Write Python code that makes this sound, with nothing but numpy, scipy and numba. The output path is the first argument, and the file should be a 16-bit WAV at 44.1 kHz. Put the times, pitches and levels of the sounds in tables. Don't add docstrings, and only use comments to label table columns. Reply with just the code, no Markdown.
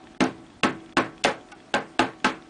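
import sys
import numpy as np
from scipy import signal
from scipy.io import wavfile
from scipy.ndimage import uniform_filter1d, minimum_filter1d
from numba import njit

SR = 44100
rng = np.random.default_rng(int(sys.argv[2]) if len(sys.argv) > 2 else 0)


def master_out(mix):
    frames = np.transpose(np.atleast_2d(mix))
    ceiling = np.clip(frames, -1, 1)
    pcm = np.round(ceiling * 32767).astype(np.int16)
    wavfile.write(sys.argv[1], SR, pcm)


def volts_from_decibels(level):
    exponent = np.asarray(level, float) / 20
    return 10 ** exponent


N = 109941

# [f/Hz, level/dB per Hz]
SHOP_SPECTRUM = [(18, -46), (30, -9), (101, -10), (325, 0), (468, -14.5), (742, -9.5), (859, -14.5),
                 (1870, -19), (10000, -33.5), (13000, -64.5), (22000, -120)]
# [f/Hz, level/dB, t60/s]
SPRING_MODES = [(264, -15.5, 1.), (325.8, 10, 0.97), (345, -4, 0.67), (616, -10, 2.1), (749, -2.5, 1.73),
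                (766, -13, 0.8), (1122, -0.5, .9), (1320, -10, 1.7), (1550, -9.5, .9)]
# [t/s, level/dB]
TICK_TIMES = [(0.0392, -47.5), (0.0708, -43), (0.118, -55), (0.148, -49.5), (0.381, -56), (0.465, -50),
              (0.5022, -50), (0.5563, -60), (0.803, -52), (0.861, -47.5), (0.8942, -49.5), (0.9243, -46),
              (1.179, -43), (1.41, -50), (1.487, -51), (1.6024, -48.5), (1.6636, -60), (1.912, -63),
              (2.1337, -50), (2.202, -47), (2.423, -47)]
# [f/Hz, level/dB, t60/s]
TICK_MODES = [(1825, 3, .012), (2200, 0, .008), (2580, 1, .009), (2990, -2, .008), (3310, 3, .014)]
# [t/s, level/dB, bass level/dB, middle level/dB, treble level/dB]
HAMMER_BLOWS = [
    (0.2052, -12, 4, 2, -0.5),
    (0.6333, -9, 2, -3, -0.5),
    (0.9693, -7.5, -1.5, -3, -2.5),
    (1.247, -9, -3.5, 2.5, 0.5),
    (1.7398, -11.5, -2, 1, -3.5),
    (1.9921, -8.5, -2.5, -0.5, -1),
    (2.2446, -8.5, -4.5, -6, 1),
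]
# [crack level/dB, echo delay t/s, echo level/dB]
BLOW_STRIKES = [
    (1.5, .019, -1),
    (1, .0175, -4),
    (-0.5, .017, -3),
    (-0.5, .016, -3.5),
    (4, 0.016, -9.5),
    (1, .018, -4),
    (-1, .0185, -3),
]
# [f/Hz, level/dB]
BLOW_FAVOURS = [
    [(711, -15.5), (851, -18), (1070, -20.5), (2100, -18)],
    [(581, -18.5), (1080, -13.5), (1290, -13), (1710, -21)],
    [(484, -16), (861, -13), (1080, -19.5), (1580, -20)],
    [(563.7, -12), (820, -11.5), (1537, -16), (705, -21)],
    [(568, -11), (820, -12), (1565, -8), (362.3, -19)],
    [(345, -9.5), (700, -11.5), (851, -10.5), (1230, -14)],
    [(861, -14), (1070, -15.5), (1290, -17), (1570, -10.5)],
]
# [delay t/s, width t/s, level/dB]
PRESSURE_PULSES = [
    (0, 0.00059, -2),
    (.0024, .0015, -1.5),
]
# [f/Hz, level/dB, t60/s]
CRACK_MODES = [(1600, 3, 0.038), (2702, 5, 0.036), (2157, -2.5, .03), (3520, -1.5, 0.04), (3887, -4, 0.034),
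               (4910, -6.5, 0.024), (6360, -9, 0.025), (7830, -9, 0.018)]
# [f/Hz, level/dB, t60/s]
RAIL_MODES = [(120, -14.5, 0.21), (206.6, 3, 0.11), (259.3, 6, .17), (323.5, -2.5, 0.21),
              (360.6, 0.5, 0.13), (442, -5, 0.27), (556.6, -7.5, 0.26), (695.7, -2.5, 0.13),
              (834.3, -3.5, 0.18), (1026, -19, 0.35), (1076, -8, 0.22), (1297, -5, 0.14), (1520, -7.5, 0.2),
              (1560, -9.5, 0.23)]
# [f/Hz, level/dB per Hz]
TAIL_SPECTRUM = [(18, -60), (30, -57.5), (146, -6), (249, -7.5), (760, -4), (1000, -6.5), (1150, -10),
                 (1540, -8), (10000, -34), (13000, -87), (22000, -120)]
# [f/Hz, t60/s]
TAIL_DECAY = [(60, 0.51), (260, 0.33), (700, 0.24), (1840, 0.25), (4850, 0.19), (9000, .2)]
# [f/Hz, level/dB, t60/s]
HEAD_MODES = [(6330, -0.5, .02), (7640, -9, 0.01), (4700, -13, .01)]
# [delay t/s, level/dB]
HEAD_ECHOES = [
    (.007, -30.5),
    (.0132, -20),
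    (.0158, -26),
]
# [t/s, level/dB, centre f/Hz, length t/s]
GLANCING_TOUCHES = [
    (0.24, -25, 7500, 0.003),
    (1.2402, -15.5, 4030, 0.0028),
    (1.2537, -21.5, 4950, 0.0014),
    (.6405, -29, 9500, .0015),
    (1.7470, -27.5, 5100, 0.0022),
    (2.0005, -23.5, 3100, 0.0021),
    (.9772, -35, 5900, 0.0018),
]
# [f/Hz, level/dB, t60/s]
NUDGE_MODES = [(814.9, 4, 0.079), (1200, -2.5, 0.065), (1466, 1.5, 0.078), (2210, 3, 0.022),
               (2770, 3, 0.015), (3990, -5, 0.008), (5700, -2, .012), (8900, -18, 0.0083)]
# [from t/s, to t/s]
HUSHES = [
    (0.1792, 0.2),
    (0.612, 0.63),
    (0.936, 0.9645),
    (1.2254, 1.2345),
    (1.7296, 1.7345),
    (1.98, 1.986),
    (2.232, 2.234),
]
# [from t/s, to t/s, above f/Hz]
TREBLE_HOLES = [
    (.2435, .2515, 6200),
    (.677, .683, 5500),
    (.712, .718, 5000),
    (.990, .998, 6500),
    (1.5305, 1.5475, 5600),
    (1.7935, 1.8010, 5000),
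]

CRACK_DB, SNAP_DB, RAIL_DB, TAIL_DB, SPRINGS_DB, THUMP_DB = -4, -14.5, -7, -8.5, -32.5, -28


def curve(table, hz):
    points = np.array(table)
    return np.interp(np.log(hz), np.log(points[:, 0]), points[:, 1])


def bandpass(low_hz, high_hz, x):
    return signal.sosfilt(signal.butter(2, [low_hz, high_hz], "band", fs=SR, output="sos"), x)


def band(hz, size):
    return bandpass(hz / 2 ** (1 / 6), hz * 2 ** (1 / 6), rng.standard_normal(size))


def add(out, s, x):
    i = int(round(s * SR))
    if i < 0:
        x, i = x[-i:], 0
    out[i:i + len(x)] += x[:N - i]


def colour(hz, bass_db, mid_db, treble_db):
    return curve([(380, bass_db), (520, mid_db), (880, mid_db), (1050, 0), (1800, 0), (2800, treble_db)], hz)


def ring(modes, size, build_cycles=0., tone=(0, 0, 0)):
    t, m = np.arange(size) / SR, np.array(modes, float)
    chance = rng.standard_normal((len(m), 3))
    hz = (m[:, 0] * (1 + 0.00507 * chance[:, 0]))[:, None]
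    gain = volts_from_decibels(m[:, 1] + 1.5 * chance[:, 1] + colour(m[:, 0], *tone))[:, None]
    decay = np.exp(-np.log(1000) * t / m[:, 2:])
    build = 1 - np.exp(-t * hz / (build_cycles + 1e-3))
    phase = 3 * min(build_cycles, 1) * chance[:, 2:]
    return (gain * decay * build * np.sin(2 * np.pi * hz * t + phase)).sum(axis=0) / 2


def contact(x, s):
    burst = rng.standard_normal(500) * np.exp(-np.arange(500) / SR / s)
    return signal.fftconvolve(x, burst / np.sqrt(np.sum(burst ** 2)))[:len(x)]


def shop():
    level_db, flicker_db, rumble_swell_db, swell_s = -49.5, 2.1, 4, 3.0
    out, swell = 0, np.cos(2 * np.pi * (np.arange(N) / SR - .4) / swell_s)
    for hz in 32 * 2 ** (np.arange(26) / 3):
        steps = np.repeat(rng.standard_normal(N // 1500 + 1), 1500)
        flicker = flicker_db * uniform_filter1d(steps, 1500)[:N]
        rumble = curve([(100, rumble_swell_db), (300, 0.013)], hz) * swell
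        out = out + volts_from_decibels(curve(SHOP_SPECTRUM, hz) + flicker + rumble) * band(hz, N)
    return out * volts_from_decibels(level_db) / np.std(out)


def springs(build_cycles, tone=(0, 0, 0)):
    return volts_from_decibels(SPRINGS_DB) * ring(SPRING_MODES, 45000, build_cycles=build_cycles, tone=tone)


def ticks():
    out = np.zeros(N)
    for s, db in TICK_TIMES:
        add(out, s, volts_from_decibels(db + 3) * contact(ring(TICK_MODES, 3000), .0015))
    return out


def smear(size=400):
    growth_s = 0.0017
    bright = np.diff(rng.standard_normal(size + 1)) * 0.042
    middle = (band(2400., 900) + band(3300., 900) + band(1500., 900))[-size:] * 0.5
    return np.exp(-np.arange(size)[::-1] / SR / growth_s) * (bright + middle)


def push():
    t, pulses = np.arange(800) / SR, 0
    for late_s, width_s, db in PRESSURE_PULSES:
        pulses = pulses + volts_from_decibels(db) * np.sin(np.pi * np.clip((t - late_s) / width_s, 0, 1)) ** 2
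    return signal.sosfilt(signal.butter(2, 260, "high", fs=SR, output="sos"), pulses)


def crack(tone):
    t, dwell_s, after_db = np.arange(3000) / SR, 0.0032, -12
    swell = 1 - np.exp(-t / 0.00044)
    bearing = volts_from_decibels(after_db) + np.exp(-(t / dwell_s) ** 4)
    return ring(CRACK_MODES, 3000, tone=tone) * swell * bearing


def snap(hz, length_s):
    t = np.arange(600) / SR
    hiss = bandpass(hz / 1.6, hz * 1.55, rng.standard_normal(600))
    return hiss / np.std(hiss) * np.exp(-(t / length_s) ** 2)


def rail(build_cycles, tone):
    return volts_from_decibels(RAIL_DB) * ring(RAIL_MODES, 15000, build_cycles=build_cycles, tone=tone)


def favoured(modes):
    return 2 * ring([(hz, db, 0.16) for hz, db in modes], 15000, build_cycles=1.6)


def thump():
    return volts_from_decibels(THUMP_DB) * ring([(56.7, 0, 0.13)], 15000) * 2


def tail(tone, size):
    t, out, build_s, build_cycles = np.arange(size) / SR, 0, 0.001, 2.9
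    for hz in 40 * 2 ** (np.arange(25) / 3):
        build = 1 - np.exp(-t / (build_s + build_cycles / hz))
        decay = np.exp(-np.log(1000) * t / curve(TAIL_DECAY, hz))
        gain = volts_from_decibels(curve(TAIL_SPECTRUM, hz) + colour(hz, *tone))
        out = out + gain * build * decay * band(hz, size + 1500)[1500:]
    return out * 8


def head_echo():
    return contact(ring(HEAD_MODES, 2000), 0.00073) * 2


def hammer():
    out = np.zeros(N)
    add(out, -.25, volts_from_decibels(-4.5) * springs(8.))
    for blow, strike, favours in zip(HAMMER_BLOWS, BLOW_STRIKES, BLOW_FAVOURS):
        s, db, *tone = blow
        crack_db, slap_s, slap_db = strike
        level, sharp = volts_from_decibels(db), volts_from_decibels(db + crack_db)
        add(out, s - 400 / SR, volts_from_decibels(db - 7.5) * smear())
        add(out, s, sharp * push())
        add(out, s, sharp * volts_from_decibels(CRACK_DB) * crack(tone))
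        add(out, s, sharp * volts_from_decibels(SNAP_DB) * snap(2020, 0.0042))
        add(out, s, level * rail(1., tone))
        add(out, s, level * favoured(favours))
        add(out, s, level * thump())
        add(out, s, level * volts_from_decibels(TAIL_DB) * tail(tone, 15000))
        add(out, s, level * springs(5.6, tone))
        for late_s, echo_db in HEAD_ECHOES:
            add(out, s + late_s, volts_from_decibels(db + echo_db) * head_echo())
        add(out, s + slap_s, volts_from_decibels(db + slap_db) * rail(0.97, tone))
    return out


def touches():
    out = np.zeros(N)
    for s, db, hz, length_s in GLANCING_TOUCHES:
        add(out, s - 400 / SR, volts_from_decibels(db + 5) * smear())
        add(out, s, volts_from_decibels(db) * snap(hz, length_s))
        add(out, s, volts_from_decibels(db - 11) * tail((-9, -9, 8), 4000))
    return out


def grit(size):
    t, scrape_s = np.arange(size) / SR, .005
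    hiss = signal.lfilter([1, -1], [1, -.6], rng.standard_normal(size))
    return hiss * np.sqrt(t / scrape_s) * np.exp(-t / scrape_s)


def nudge():
    out, s, level_db = np.zeros(N), 1.5190, -41
    add(out, s - .004, volts_from_decibels(level_db + 1) * grit(2000))
    for late_s, db in (0, 0.5), (.0032, 1), (.008, -3):
        add(out, s + late_s, volts_from_decibels(level_db + db) * ring(NUDGE_MODES, 9000, build_cycles=0.28))
    add(out, s, volts_from_decibels(level_db - 3.5) * snap(3100, 0.0055))
    return out


def scene():
    return (shop() + ticks() + hammer() + touches() + nudge())[None]


@njit
def squeeze(x, top, power, attack, release):
    y, follower = np.empty(len(x)), 0.
    for i in range(len(x)):
        now = abs(x[i])
        follower += (now - follower) * (attack if now > follower else release)
        y[i] = x[i] * (top / follower) ** power if follower > top else x[i]
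    return y


def hush(x):
    t = np.arange(N) / SR
    mute = sum((t > a) * (t < b) * 1. for a, b in HUSHES)
    mute = uniform_filter1d(uniform_filter1d(mute, 70), 70)
    bass = signal.sosfiltfilt(signal.butter(8, 894, fs=SR, output="sos"), x * mute)
    return x * (1 - mute) + volts_from_decibels(-9) * bass


def thin_treble(x):
    from_hz, share, wait_s, length_s = 4800, .5, .012, .075
    hz, t, z = signal.stft(x, SR, nperseg=512)
    late = t - np.array([blow[0] for blow in HAMMER_BLOWS])[:, None] - wait_s
    thinness = .08 + ((late > 0) * np.exp(-(late / length_s) ** 2)).sum(axis=0)
    patches = rng.random((22, len(t) // 2 + 1)).repeat(12, axis=0).repeat(2, axis=1)
    poor = patches[:len(hz), :len(t)] < share * thinness
    strongest = -minimum_filter1d(-np.abs(z), 15, axis=0)
    drop = poor & (np.abs(z) < .95 * strongest) & (hz[:, None] > from_hz)
    for a, b, edge_hz in TREBLE_HOLES:
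        drop |= (t > a - .002) & (t < b + .002) & (hz[:, None] > edge_hz)
    return signal.istft(z * np.where(drop, .1, 1), SR, nperseg=512)[1][:N]


def roll_off(x):
    return signal.sosfilt(signal.butter(12, 10480, fs=SR, output="sos"), x)


def record(dry):
    limit_db, ratio, attack_s, release_s = -16, 2.5, .0035, .03
    x = squeeze(dry[0], float(volts_from_decibels(limit_db)), 1 - 1 / ratio, 1 / (attack_s * SR), 1 / (release_s * SR))
    ceiling = volts_from_decibels(-.5)
    x = ceiling * np.tanh(x / ceiling)
    x = hush(thin_treble(x))
    x = signal.sosfilt(signal.ellip(10, .3, 75, 10000, fs=SR, output="sos"), x)
    return roll_off(x[None])


dry = scene()
out = record(dry)
master_out(out)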